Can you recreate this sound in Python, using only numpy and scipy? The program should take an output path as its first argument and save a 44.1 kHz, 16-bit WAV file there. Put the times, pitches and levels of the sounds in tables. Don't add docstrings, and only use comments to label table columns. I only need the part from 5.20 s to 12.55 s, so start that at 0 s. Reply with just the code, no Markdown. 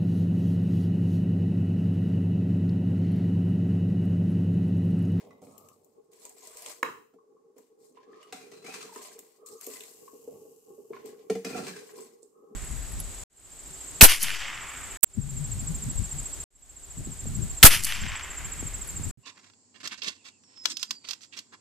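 import sys
import numpy as np
from scipy import signal
from scipy.fft import rfft, irfft, next_fast_len
from scipy.io import wavfile
from scipy.ndimage import map_coordinates

SR = 44100
rng = np.random.default_rng(int(sys.argv[2]) if len(sys.argv) > 2 else 0)


def waveform_to_disk(signal):
    frames = np.transpose(np.atleast_2d(signal))
    scaled = np.clip(frames, -1, 1) * 32767
    samples = np.round(scaled).astype(np.int16)
    wavfile.write(sys.argv[1], SR, samples)


N = 324135

# start_s, rise_s, fade_s, crackle_db, lumps_db
RICE_SLIDES = [(0.0, 0.0008, 0.078, -64, -57), (0.208, 0.015, 0.82, -67.5, -79),
               (0.908, 0.15, 0.34, -62.5, -64.5), (1.16, 0.36, 0.13, -53, -53),
               (2.354, 0.025, 0.23, -71.5, -70), (2.579, 0.069, 0.25, -71.5, -82),
               (2.737, 0.029, 0.64, -93, -68), (2.9, 0.18, 0.19, -78, -64.5),
               (3.66, 0.17, 0.46, -55.5, -53.5), (4.252, 0.012, 0.58, -59.5, -75),
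               (4.398, 0.043, 0.53, -53.5, -55), (4.519, 0.017, 0.48, -61, -66),
               (5.718, 0.024, 0.6, -94, -60), (5.843, 0.013, 0.18, -60, -59), (6.6, 0.21, 0.24, -58, -59),
               (7.012, 0.0099, 0.099, -66.5, -100)]
# frequency_hz, density_db_per_hz
CRACKLE_SPECTRUM = [(2350, -41.5), (4000, -3.5), (5020, -5), (5440, -2), (5870, -6), (7530, 4),
                    (10400, -10), (13000, -5.5), (14900, -16), (16000, -22.5)]
# frequency_hz, density_db_per_hz
LUMP_SPECTRUM = [(350, -23), (600, 4), (845, -8.5), (1020, 0.5), (1130, -7), (1330, -16.5), (1540, -21.5),
                 (2020, -7.5), (5500, -13), (7150, -14.5), (12100, -120)]
GATHER_DB, THIN_DB = 13, 32
SOFT_START_S = 0.011
POPS_PER_S, POP_DB, POP_HZ, POP_SCATTER, POP_CYCLES = 240, -10, 2123, 0.4, 19
PINGS_PER_S, PING_DB, PING_HZ, PING_SCATTER, PING_CYCLES = 420, -4, 8310, 0.14, 76
# start_s, level_db, dull_db, spray_db, left_minus_right_db
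WET_SMACKS = [(0.379, -41, -1, 5.5, 11), (0.486, -41.5, 0, -2.5, 8), (0.645, -48, -25, -1, 6),
              (0.932, -43, 0, -2, -4.5), (1.0517, -29, -12, -6.5, -1.5), (1.093, -36.5, -14, -2.5, 1),
              (1.272, -30, -6, -5.5, -2), (1.3697, -31.5, -6, -5.5, -2.5), (1.4203, -32, -2.5, 4, -5.5),
              (1.4604, -23.5, 3.5, -14.5, -1.5), (2.3815, -42, -18, -1.5, 7), (3.7595, -31, -10, -19, 0),
              (3.99, -32, -4, 1, -2), (4.261, -34, -11, -7, 2), (4.2864, -35.5, -4, -2, 3),
              (4.41, -30, -1.5, 2, 0), (4.443, -34, -5, 2, 0), (4.4658, -26, -8, 5.5, -0.5),
              (4.5012, -31.5, 8, 9, -1.5), (4.5356, -33.5, 1, -20, 6), (4.5679, -33, 6, -4.5, -4),
              (4.606, -31, 11, -1.5, -0.5), (4.6359, -32.5, 7, -4, -4), (5.857, -43.5, -6, 10, 5),
              (7.029, -41.5, -34, -24, -13)]
SMACK_T60_S, SMACK_ATTACK_S = 0.012, 0.002

# time_s, level_db
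SIMMER_LEVEL = [(0, -63.5), (0.649, -71), (1.05, -65), (1.55, -67), (1.87, -67), (2.05, -67), (2.5, -67.5),
                (2.899, -59.5), (3.6, -59.5), (4.13, -64), (4.8, -60), (5.2, -58.5), (5.38, -61),
                (6.0, -58.5), (6.749, -53.5), (7.05, -66.5), (7.35, -55)]
# start_s, level_db, pitch_hz
BIG_BUBBLES = [(1.041, -45, 436), (1.461, -40, 458), (2.04, -54, 440), (2.363, -41.5, 453),
               (2.385, -47.5, 448), (2.711, -46, 446), (2.876, -43.5, 453), (3.266, -39.5, 439),
               (3.485, -33.5, 436), (3.761, -32, 405), (4.185, -47, 428), (4.227, -42, 450),
               (4.29, -42.5, 450), (4.472, -27, 436), (4.931, -34.5, 468), (5.076, -26.5, 453),
               (5.252, -37.5, 462), (5.58, -35.5, 404), (5.704, -27, 419), (5.847, -30.5, 420),
               (6.618, -40, 430), (6.779, -34.5, 382), (7.028, -42.5, 420), (7.226, -42, 420),
               (7.311, -37, 385)]
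# frequency_hz, density_db_per_hz
HOLLOW_SPECTRUM = [(50, -43.5), (110, -27), (170, -18), (270, -11.5), (330, -9), (395, 0), (450, 7),
                   (540, -16), (700, -30.5), (820, -12.5), (940, -44), (1090, -14), (1300, -42),
                   (2200, -57)]
BLIPS_PER_S, BLIP_DB, BLIP_SCATTER_DB, BLIP_HZ, BLIP_SCATTER = 7, 6.5, 6, 444, 0.047
# start_s, level_db, pitch_hz, spatter_db
WATER_DROPS = [(0.107, -47.5, 1100, -7), (1.986, -51, 1100, -32), (2.166, -55, 1110, -26),
               (2.771, -40, 1033, -7.5), (3.692, -42, 970, -7), (3.724, -41, 904, -6),
               (3.759, -34, 996, -2), (3.793, -38.5, 1073, -18), (4.42, -49, 1970, 1.5),
               (4.471, -52, 1150, -8), (4.508, -47, 1150, 0), (4.556, -43, 2030, -18),
               (4.878, -40, 1077, -11.5), (5.733, -37, 1088, -1), (5.765, -41, 1032, 2),
               (6.692, -46.5, 1050, 4), (6.784, -42.5, 1040, -19)]
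# start_s, rise_s, fade_s, level_db
LADLE_TRICKLES = [(1.04, 0.01, 0.25, -60.5), (1.2, 0.27, 0.35, -61)]
PLOPS_PER_S, PLOP_HZ, PLOP_SCATTER, PLOP_CYCLES = 90, 700, 0.38, 54

# start_s, level_db
RIM_KNOCKS = [(1.628, -41.5), (1.6288, -14.5)]
# frequency_hz, level_db, t60_s
RIM_MODES = [(126, -29.5, 0.097), (244.6, -17.5, 0.099), (341, -18, 0.15), (449, -11, 0.17),
             (505, -13.5, 0.1), (697, -23.5, 0.16), (937, -11, 0.04), (1076, -5.5, 0.04),
             (1236, -30.5, 0.31), (1430, -1.5, 0.017), (1747, 0.5, 0.015), (1955, 3, 0.016),
             (2190, -3.5, 0.02), (2120, -31.5, 0.25), (3940, -34, 0.3), (13200, -22, 0.13),
             (14300, -36, 0.1)]
# frequency_hz, density_db_per_hz
CRACK_SPECTRUM = [(30, -36.5), (60, -26), (95, -12), (150, -10), (240, -7), (470, 0.5), (720, -8), (950, 3),
                  (1450, -1.5), (2000, -9), (2400, -13.5), (3000, -18), (3600, -21.5), (4300, -18.5),
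                  (5300, -29.5), (8000, -21), (11000, -37.5), (13200, -32), (16000, -38)]
ECHO_S, ECHO_DB = 0.03, -16.5

# start_s, click_db, wall_db, hollow_db, hollow_rise_s, hollow_pitch_hz, hollow_t60_s
POT_BUMPS = [(0.048, -61, -66, -56, 0.004, 490, 0.037), (0.226, -82, -48.5, -48, 0.0036, 480, 0.061),
             (0.267, -61, -47.5, -52, 0.0026, 460, 0.069), (1.936, -70, -51.5, -82, 0.003, 430, 0.08),
             (3.124, -33, -45, -54, 0.0037, 460, 0.1), (3.315, -44.5, -50, -52, 0.002, 440, 0.1),
             (6.098, -31, -22.5, -20, 0.01, 439.4, 0.089), (6.151, -41.5, -30, -30.5, 0.062, 459, 0.12),
             (6.2464, -27.5, -33.5, -37, 0.0082, 455, 0.2)]
# frequency_hz, level_db, t60_s
WALL_MODES = [(97, -32, 0.095), (191, -6, 0.22), (216, -5, 0.12), (269.8, 2.5, 0.12), (319, -2.5, 0.041),
              (386.7, 0.5, 0.09), (476, -1, 0.098), (635, -9, 0.069), (682, -7, 0.042),
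              (739.6, -3.5, 0.062), (1360, -11.5, 0.036)]
WALL_BUILD_CYCLES, THUD_DB = 3.1, -12.5
# start_s, length_s, end_grit_db, grit_growth_db, wall_db
LADLE_STROKES = [(3.113, 0.12, -58.5, 3, -60), (3.299, 0.072, -56, 9, -53.5),
                 (3.416, 0.057, -51.5, 1, -54.5), (3.517, 0.037, -47, -8, -67),
                 (3.585, 0.018, -48.5, 0, -53), (6.228, 0.155, -43.5, 10, -40),
                 (6.419, 0.022, -44.5, -3, -43.5), (6.529, 0.031, -52.5, -6.5, -61)]
STROKE_ATTACK_S, STROKE_RELEASE_S = 0.037, 0.27
# frequency_hz, density_db_per_hz
GRIT_SPECTRUM = [(60, -81), (300, -20), (800, -8.5), (1100, -2.5), (1350, -7), (1900, 0), (2400, 0),
                 (3050, -7), (3600, -5), (5000, -5.5), (8100, -5), (10400, -15.5), (14000, -19.5),
                 (16000, -31)]
# frequency_hz, level_db, t60_s
BOWL_MODES = [(736, 11, 0.059), (1337, 5, 0.09), (1840, 11, 0.013), (2340, 7, 0.044), (3500, -10.5, 0.073),
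              (3900, 13, 0.049), (8340, 7, 0.016)]
BOWL_DB = -7
# start_s, length_s, pitch_hz, level_db
EDGE_CHATTER = [(3.306, 0.14, 4060, -59.5), (3.443, 0.097, 2380, -53), (6.328, 0.059, 2450, -48),
                (6.533, 0.049, 1680, -54)]
CHATTER_WANDER = 0.038
# start_s, ring_db, pitch_hz, t60_s, crunch_db, wall_db
EDGE_CLINKS = [(0.107, -54.5, 2062, 0.15, -53.5, -52), (2.383, -54.5, 970, 0.023, -67, -51.5),
               (2.833, -58, 1700, 0.018, -67, -80), (2.932, -51, 1770, 0.019, -72, -80),
               (3.0285, -49, 2940, 0.014, -42.5, -70), (3.126, -38.5, 743, 0.088, -48, -48),
               (3.138, -51, 1370, 0.042, -47, -42.5), (3.229, -49, 2410, 0.052, -52, -54),
               (3.443, -49, 2150, 0.063, -43, -41), (3.46, -40.5, 2295, 0.076, -52.5, -58),
               (3.482, -40, 764, 0.054, -67, -46), (3.541, -48, 2390, 0.04, -37, -50),
               (3.627, -42.5, 1220, 0.024, -32, -61), (3.652, -57, 2130, 0.03, -35, -45),
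               (6.262, -40, 2490, 0.044, -40, -29), (6.303, -47.5, 1435, 0.035, -34, -30),
               (6.33, -37.5, 2470, 0.055, -43, -32), (6.346, -31.5, 746, 0.094, -39, -26.5),
               (6.366, -44, 1326, 0.08, -40, -28), (6.385, -50, 2060, 0.038, -46, -27.5),
               (6.422, -44, 1346, 0.069, -40, -35), (6.468, -47, 1730, 0.074, -27.5, -44),
               (6.534, -47, 1690, 0.05, -52, -54), (6.561, -56, 1710, 0.044, -44, -54),
               (6.59, -58, 1490, 0.037, -39, -70)]

# start_s, rise_s, fade_s, level_db
HANDLE_SHUFFLE = [(0.0, 0.043, 0.44, -56.5), (0.211, 0.013, 0.83, -58), (5.0, 0.115, 0.4, -61.5),
                  (5.62, 0.11, 0.35, -60), (7.22, 0.028, 0.077, -83)]
# frequency_hz, density_db_per_hz
DULL_SPECTRUM = [(40, -28), (95, -1.5), (190, 6), (270, 2), (340, -7.5), (560, 4), (800, -4), (1200, -12),
                 (1600, -45.5), (2200, -21), (5000, -34)]
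SPILL_S, SPILL_RISE_S, SPILL_DB, BOIL_OFF_DB_PER_S = 4.314, 0.21, -55.5, 9.5
EMBER_HISS_DB, QUIET_DB = -103, -78
# frequency_hz, density_db_per_hz
STEAM_SPECTRUM = [(1000, -11.5), (2000, -27), (2800, -5), (3500, -17), (5000, -7.5), (7600, 2.5),
                  (9500, -6), (13000, -1), (16000, -19.5)]
# frequency_hz, density_db_per_hz
QUIET_SPECTRUM = [(25, -20.5), (100, -21.5), (440, -3), (700, -15.5), (1100, -11), (1600, -24),
                  (3300, -30.5), (7000, -21.5), (13000, -34), (16000, -41.5)]
# start_s, length_s, level_db
FAR_CALLS = [(0.243, 0.35, -63.5), (2.846, 0.29, -60), (4.17, 0.3, -62), (7.105, 0.29, -69)]
# frequency_hz, density_db_per_hz
HOARSE_SPECTRUM = [(850, -46), (1050, -0.5), (1170, 4), (1280, 2.5), (1400, -27), (1600, -37), (6000, -68)]

# frequency_hz, t60_s
KITCHEN_DECAY = [(150, 0.53), (500, 0.38), (2000, 0.38), (8000, 0.46), (15000, 0.61)]
# frequency_hz, correlation (1 is alike)
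LIKENESS = [(200, 0.89), (450, 0.35), (900, 0.057), (2000, 0.014), (10000, 0.0199)]
# frequency_hz, left_minus_right_db
CHANNEL_TILT = [(120, -3), (230, -4), (420, 0), (800, -1.5), (2000, 1), (4400, 1.5), (8000, 1.5),
                (11000, 3), (15000, 13)]
TOP_HZ = 15700


def rice():
    crackle, lumps = np.zeros(N), np.zeros(N)
    for s, rise, fade, crackle_db, lumps_db in RICE_SLIDES:
        movement = swell(s, rise, fade)
        crackle += amp(crackle_db) * movement
        lumps += amp(lumps_db) * movement
    clumps = amp(2.6 * wobble(45))
    films = colour(grains(rate=1030, spread_db=4.0, channels=2), CRACKLE_SPECTRUM)
    fine = amp(1.0) * unit(clumps * films)
    pings = amp(PING_DB) * pops(PINGS_PER_S, PING_HZ, PING_SCATTER, PING_CYCLES, spread_db=8)
    landings = colour(grains(rate=570, spread_db=2.5, channels=2), LUMP_SPECTRUM)
    coarse = amp(-2.5) * unit(clumps * landings)
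    pockets = amp(POP_DB) * pops(POPS_PER_S, POP_HZ, POP_SCATTER, POP_CYCLES, spread_db=2.5)
    slide = crackle * (fine + pings) + lumps * (coarse + pockets)
    return kitchen(slide, near_db=0.5, room_db=-11.5)


def smacks():
    out = np.zeros((2, N))
    for s, db, low_db, spray_db, pan_db in WET_SMACKS:
        snap = np.array([burst(SMACK_T60_S, SMACK_ATTACK_S) for _ in range(2)])[:, :SR // 20]
        low = amp(low_db) * unit(band(snap, 2100, 3900))
        core = amp(8.5) * unit(band(snap, 6580, 8630))
        spray = amp(spray_db + 6.0) * unit(band(snap, 10000, 14150))
        smack = crest(low + core + spray)
        add(out, s, amp(db - 2.5) * kitchen(smack, near_db=-5, room_db=-7.5, pan_db=pan_db))
    return out


def simmer():
    level = amp(np.interp(np.arange(N) / SR, *np.transpose(SIMMER_LEVEL)))
    bubbles = grains(rate=880, spread_db=-1.5, channels=2) * amp(3.7 * wobble(18))
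    murmur = unit(widen(colour(bubbles, HOLLOW_SPECTRUM))) * amp(5)
    blips = np.zeros(N)
    for k, (late, size, pitch) in enumerate(rng.standard_normal((64, 3))):
        s = (k + 0.36 * late) / BLIPS_PER_S
        if s < N / SR - .01:
            blip = glug(BLIP_HZ * np.exp(BLIP_SCATTER * pitch))
            add(blips, s, amp(BLIP_DB + BLIP_SCATTER_DB * size) * blip)
    out = level * (murmur + amp(-10.5) * kitchen(blips, near_db=1.5, room_db=-11.0))
    for s, db, hz in BIG_BUBBLES:
        add(out, s, amp(db - 9.0) * kitchen(glug(hz), near_db=13, room_db=1.5))
    return out


def glug(hz):
    modes = [(hz, 0, .038), (hz * .6, -13, .05), (hz * 1.2, -16, .02)]
    return crest(ring(modes, attack=0.0043, scatter_db=2.5))


def drops():
    out = np.zeros((2, N))
    for s, db, hz, spatter_db in WATER_DROPS:
        plip = crest(ring([(hz, 0, .022)], attack=0.014))
        spatter = amp(spatter_db) * crest(band(burst(t60=0.023, attack=0.00015), 1200, 2390))
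        add(out, s, amp(db - 7.5) * kitchen(plip + spatter, near_db=1.5, room_db=0))
    return out


def trickle():
    flow = sum(amp(db) * swell(s, rise, fade) for s, rise, fade, db in LADLE_TRICKLES)
    plops = pops(PLOPS_PER_S, PLOP_HZ, PLOP_SCATTER, PLOP_CYCLES, spread_db=7)
    return kitchen(flow * plops, near_db=-2, room_db=-6)


def knock():
    out = np.zeros((2, N))
    for s, db in RIM_KNOCKS:
        modes = crest(ring(RIM_MODES, attack=0.0001, scatter_db=2.5, build_cycles=1.0))
        crack = crest(colour(burst(t60=0.0091, attack=0.00018), CRACK_SPECTRUM))
        ladle = kitchen(modes, near_db=-6, room_db=-15, pan_db=-1, near_t60=0.015, near_hz=299)
        clack = kitchen(crack, near_db=3.5, room_db=2.5, near_t60=0.017)
        echo = kitchen(band(modes, 600, 2200), near_db=-9.5, room_db=-3.5, near_t60=0.019)
        add(out, s, amp(db - 1.0) * ladle)
        add(out, s, amp(db - 3.5) * clack)
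        add(out, s + ECHO_S, amp(db + ECHO_DB) * echo)
    return out


def bumps():
    out = np.zeros((2, N))
    for s, click_db, wall_db, hollow_db, rise, hz, t60 in POT_BUMPS:
        click = amp(click_db) * crest(colour(burst(t60=0.023, attack=0.0032), GRIT_SPECTRUM))
        wall = crest(ring(WALL_MODES, attack=0.00062, scatter_db=2.5, build_cycles=WALL_BUILD_CYCLES))
        thud = amp(THUD_DB) * crest(colour(burst(t60=0.13, attack=0.0029), DULL_SPECTRUM))
        hollow = amp(hollow_db) * crest(ring([(hz, 0, t60)], attack=rise))
        add(out, s, kitchen(click, near_db=1, room_db=1.5))
        add(out, s, kitchen(amp(wall_db) * (wall + thud) + hollow, near_db=-6, room_db=-17))
    return out


def scrapes():
    grit = sum(amp(db) * stroke(s, length, growth_db) for s, length, db, growth_db, _ in LADLE_STROKES)
    wall = sum(amp(db) * stroke(s, length) for s, length, _, _, db in LADLE_STROKES)
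    grip = amp(3 * wobble(55))
    slips = grip * grains(rate=380, spread_db=-2.0)
    dry_slips = unit(colour(slips, GRIT_SPECTRUM))
    rasp = amp(-1.5) * grit * (dry_slips + amp(BOWL_DB) * unit(bowl_ring(slips[0])))
    jolts = grip * grains(rate=330, spread_db=-1.5)[0]
    modes = ring(WALL_MODES, attack=0.0011, scatter_db=7.5)
    thud = colour(burst(t60=0.024), DULL_SPECTRUM)
    shake = unit(modes) + amp(-7.5) * unit(thud)
    body = wall * unit(band(signal.fftconvolve(jolts, shake)[:N], 54, 2500))
    edge = kitchen(rasp + amp(-6.0) * grip * edge_song(), near_db=8.0, room_db=8)
    return amp(-6.5) * edge + amp(-5.0) * kitchen(body, near_db=7.5, room_db=1.5)


def bowl_ring(slips):
    bowl = np.zeros(N)
    for shift in (0.98, 1, 1.02):
        modes = ring([(hz * shift, db, t60) for hz, db, t60 in BOWL_MODES], attack=.0002, scatter_db=2)
        share = amp(6 * np.clip(wobble(28), -2, 1))
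        bowl += signal.fftconvolve(slips * share, modes)[:N]
    return bowl


def edge_song():
    song = np.zeros(N)
    for s, length, hz, db in EDGE_CHATTER:
        catch = signal.windows.tukey(round(length * SR), .6)
        pitch = hz * (1 + CHATTER_WANDER * wobble(59.7)[:len(catch)])
        flutter = unit(band(rng.standard_normal(len(catch)), 15, 100))
        tone = np.sin(2 * np.pi * np.cumsum(pitch) / SR)
        add(song, s, amp(db) * catch * unit(flutter * tone))
    return song


def clinks():
    out = np.zeros((2, N))
    for s, db, hz, t60, crunch_db, wall_db in EDGE_CLINKS:
        modes = [(hz, 0, t60), (hz * 0.96, -7, t60), (hz * 1.83, -11, t60 / 2)]
        clink = amp(db) * crest(ring(modes, attack=0.0008, scatter_db=1.5))
        crunch = amp(crunch_db) * crest(colour(burst(t60=0.014, attack=0.00041), GRIT_SPECTRUM))
        damping = amp(-130 * np.arange(SR // 2) / SR)
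        wall = crest(ring(WALL_MODES, attack=0.0014, scatter_db=-1.0) * damping)
        add(out, s, amp(-4.5) * kitchen(clink + crunch, near_db=1.5, room_db=-1))
        add(out, s, amp(wall_db - 2) * kitchen(wall, near_db=-4, room_db=-10))
    return out


def stroke(s, length, growth_db=0):
    t = np.arange(N) / SR - s
    growth = -growth_db * np.clip(1 - t / length, 0, 1)
    release = -60 * np.maximum(t - length, 0) / STROKE_RELEASE_S
    return np.clip(t / STROKE_ATTACK_S, 0, 1) * amp(growth + release)


def shuffle():
    level = sum(amp(db) * swell(s, rise, fade) for s, rise, fade, db in HANDLE_SHUFFLE)
    rub = unit(colour(grains(rate=240, spread_db=0.0), DULL_SPECTRUM))
    return amp(-1.5) * kitchen(level * rub, near_db=1.5, room_db=0.0)


def hiss():
    t = np.arange(N) / SR - SPILL_S
    boil_off = amp(SPILL_DB - BOIL_OFF_DB_PER_S * np.maximum(t, 0))
    spill = np.clip(t / SPILL_RISE_S, 0, 1) * boil_off
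    steam = unit(colour(grains(rate=5200, spread_db=1.0, channels=2), STEAM_SPECTRUM))
    quiet = unit(widen(colour(rng.standard_normal((2, N)), QUIET_SPECTRUM)))
    return (spill + amp(EMBER_HISS_DB)) * steam + amp(QUIET_DB) * quiet


def far_calls():
    out = np.zeros((2, N))
    for s, length, db in FAR_CALLS:
        shape = signal.windows.tukey(round(length * SR), .55)
        voice = unit(colour(rng.standard_normal((2, len(shape))), HOARSE_SPECTRUM))
        add(out, s, amp(db - 1.0) * shape * voice)
    return out


def kitchen(x, near_db, room_db, pan_db=0, near_t60=0.091, near_hz=700):
    hz, t, z = signal.stft(rng.standard_normal((2, SR // 3)), SR, nperseg=256)
    decay = amp(-60 * t / along(KITCHEN_DECAY, hz)[:, None])
    tail = signal.istft(z * decay, SR, nperseg=256)[1]
    t = np.arange(tail.shape[1]) / SR
    tail = tail * np.minimum(t / 0.017, 1)
    near = rng.standard_normal(tail.shape) * amp(-60 * t / near_t60) * (t > .0005)
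    near = band(near, near_hz, 28000)
    near = amp(near_db) * near / np.linalg.norm(near[0])
    tail = amp(room_db) * tail / np.linalg.norm(tail[0])
    echo = widen(near + tail)
    echo[:, 0] += 1
    pan = amp([[pan_db / 2], [-pan_db / 2]])
    return signal.fftconvolve(np.atleast_2d(x), echo, axes=1)[:, :N] * pan


def widen(pair):
    n = pair.shape[1]
    m = next_fast_len(n, True)
    turn = np.arccos(np.clip(along(LIKENESS, np.fft.rfftfreq(m, 1 / SR)), -1, 1)) / 2
    mid, side = irfft(rfft(pair, m) * [np.cos(turn), np.sin(turn)], m)[:, :n]
    return np.array([mid + side, mid - side])


def pops(per_s, centre_hz, scatter, cycles, spread_db):
    count = int(per_s * N / SR)
    draws = np.clip(rng.standard_normal((8192, 3)), -2, 2)[:count]
    late, size, pitch = draws.T[:, :, None]
    start = np.abs((np.arange(count)[:, None] + late) * SR / per_s).astype(int)
    n = np.arange(SR // 40)
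    turns = n / SR * centre_hz * np.exp(scatter * pitch)
    age = np.minimum(turns / cycles, 2)
    waves = amp(spread_db * size - 60 * age) * np.sin(2 * np.pi * turns * (1 + 0.04 * age))
    return unit(np.bincount((start + n).ravel(), waves.ravel(), N)[:N])


def swell(s, rise, fade):
    t = np.arange(N) / SR - s
    db = -GATHER_DB * np.clip(1 - t / rise, 0, 1) - THIN_DB * np.maximum(t - rise, 0) / fade
    return np.clip(t / min(rise, SOFT_START_S), 0, 1) * amp(db)


def ring(modes, attack, scatter_db=6.5, build_cycles=0):
    t = np.arange(SR // 2) / SR
    out = np.zeros(len(t))
    for k, (hz, db, t60) in enumerate(modes):
        decay = amp(db + scatter_db * rng.normal() - 60 * t / t60)
        build = 1 - np.exp(-t / (attack + build_cycles / hz))
        out += (-1) ** k * decay * np.sin(2 * np.pi * hz * t) * build
    return out


def burst(t60, attack=0.000067):
    t = np.arange(SR // 2) / SR
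    return rng.standard_normal(len(t)) * amp(-60 * t / t60) * (1 - np.exp(-t / attack))


def grains(rate, spread_db, channels=1):
    scatter = amp(spread_db * np.minimum(rng.standard_normal((channels, N)), 2))
    size = rng.standard_normal((channels, N)) * scatter
    return size * (rng.random((channels, N)) < rate / SR)


def wobble(rate):
    knots = rng.standard_normal(4096)
    return map_coordinates(knots, [np.arange(N) * rate / SR], mode="wrap")


def colour(x, spectrum):
    m = 4096
    cep = irfft(np.log(amp(along(spectrum, np.fft.rfftfreq(m, 1 / SR))) + 1e-6))
    cep[1:m // 2] *= 2
    cep[m // 2 + 1:] = 0
    response = irfft(np.exp(rfft(cep)))
    wet = signal.oaconvolve(np.atleast_2d(x), response[None], axes=1)
    return wet[:, :x.shape[-1]].reshape(x.shape)


def band(x, low_hz, high_hz):
    edges = [low_hz, min(high_hz, SR / 2 - 500)]
    return signal.sosfilt(signal.butter(2, edges, "band", fs=SR, output="sos"), x)


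def along(points, hz):
    f, v = np.transpose(points)
    return np.interp(np.log(hz + 1), np.log(f + 1), v)


def amp(db):
    return 10 ** (np.asarray(db) / 20)


def unit(x):
    return x / np.sqrt(np.mean(x ** 2) + 1e-20)


def crest(x):
    return x / (np.abs(x).max() + 1e-20)


def add(track, s, x):
    start = max(round(s * SR), 0)
    track[..., start:start + x.shape[-1]] += x[..., :N - start]


def scene():
    food = rice() + smacks() + simmer() + drops() + trickle()
    ladle = knock() + bumps() + scrapes() + clinks() + shuffle()
    return food + ladle + hiss() + far_calls()


def record(dry):
    m = next_fast_len(N + SR // 4)
    hz = np.fft.rfftfreq(m, 1 / SR)
    tilt = amp(np.outer([1, -1], along(CHANNEL_TILT, hz)) / 2)
    return irfft(rfft(dry, m) * tilt * (hz < TOP_HZ), m)[:, :N]


dry = scene()
out = record(dry)
waveform_to_disk(out)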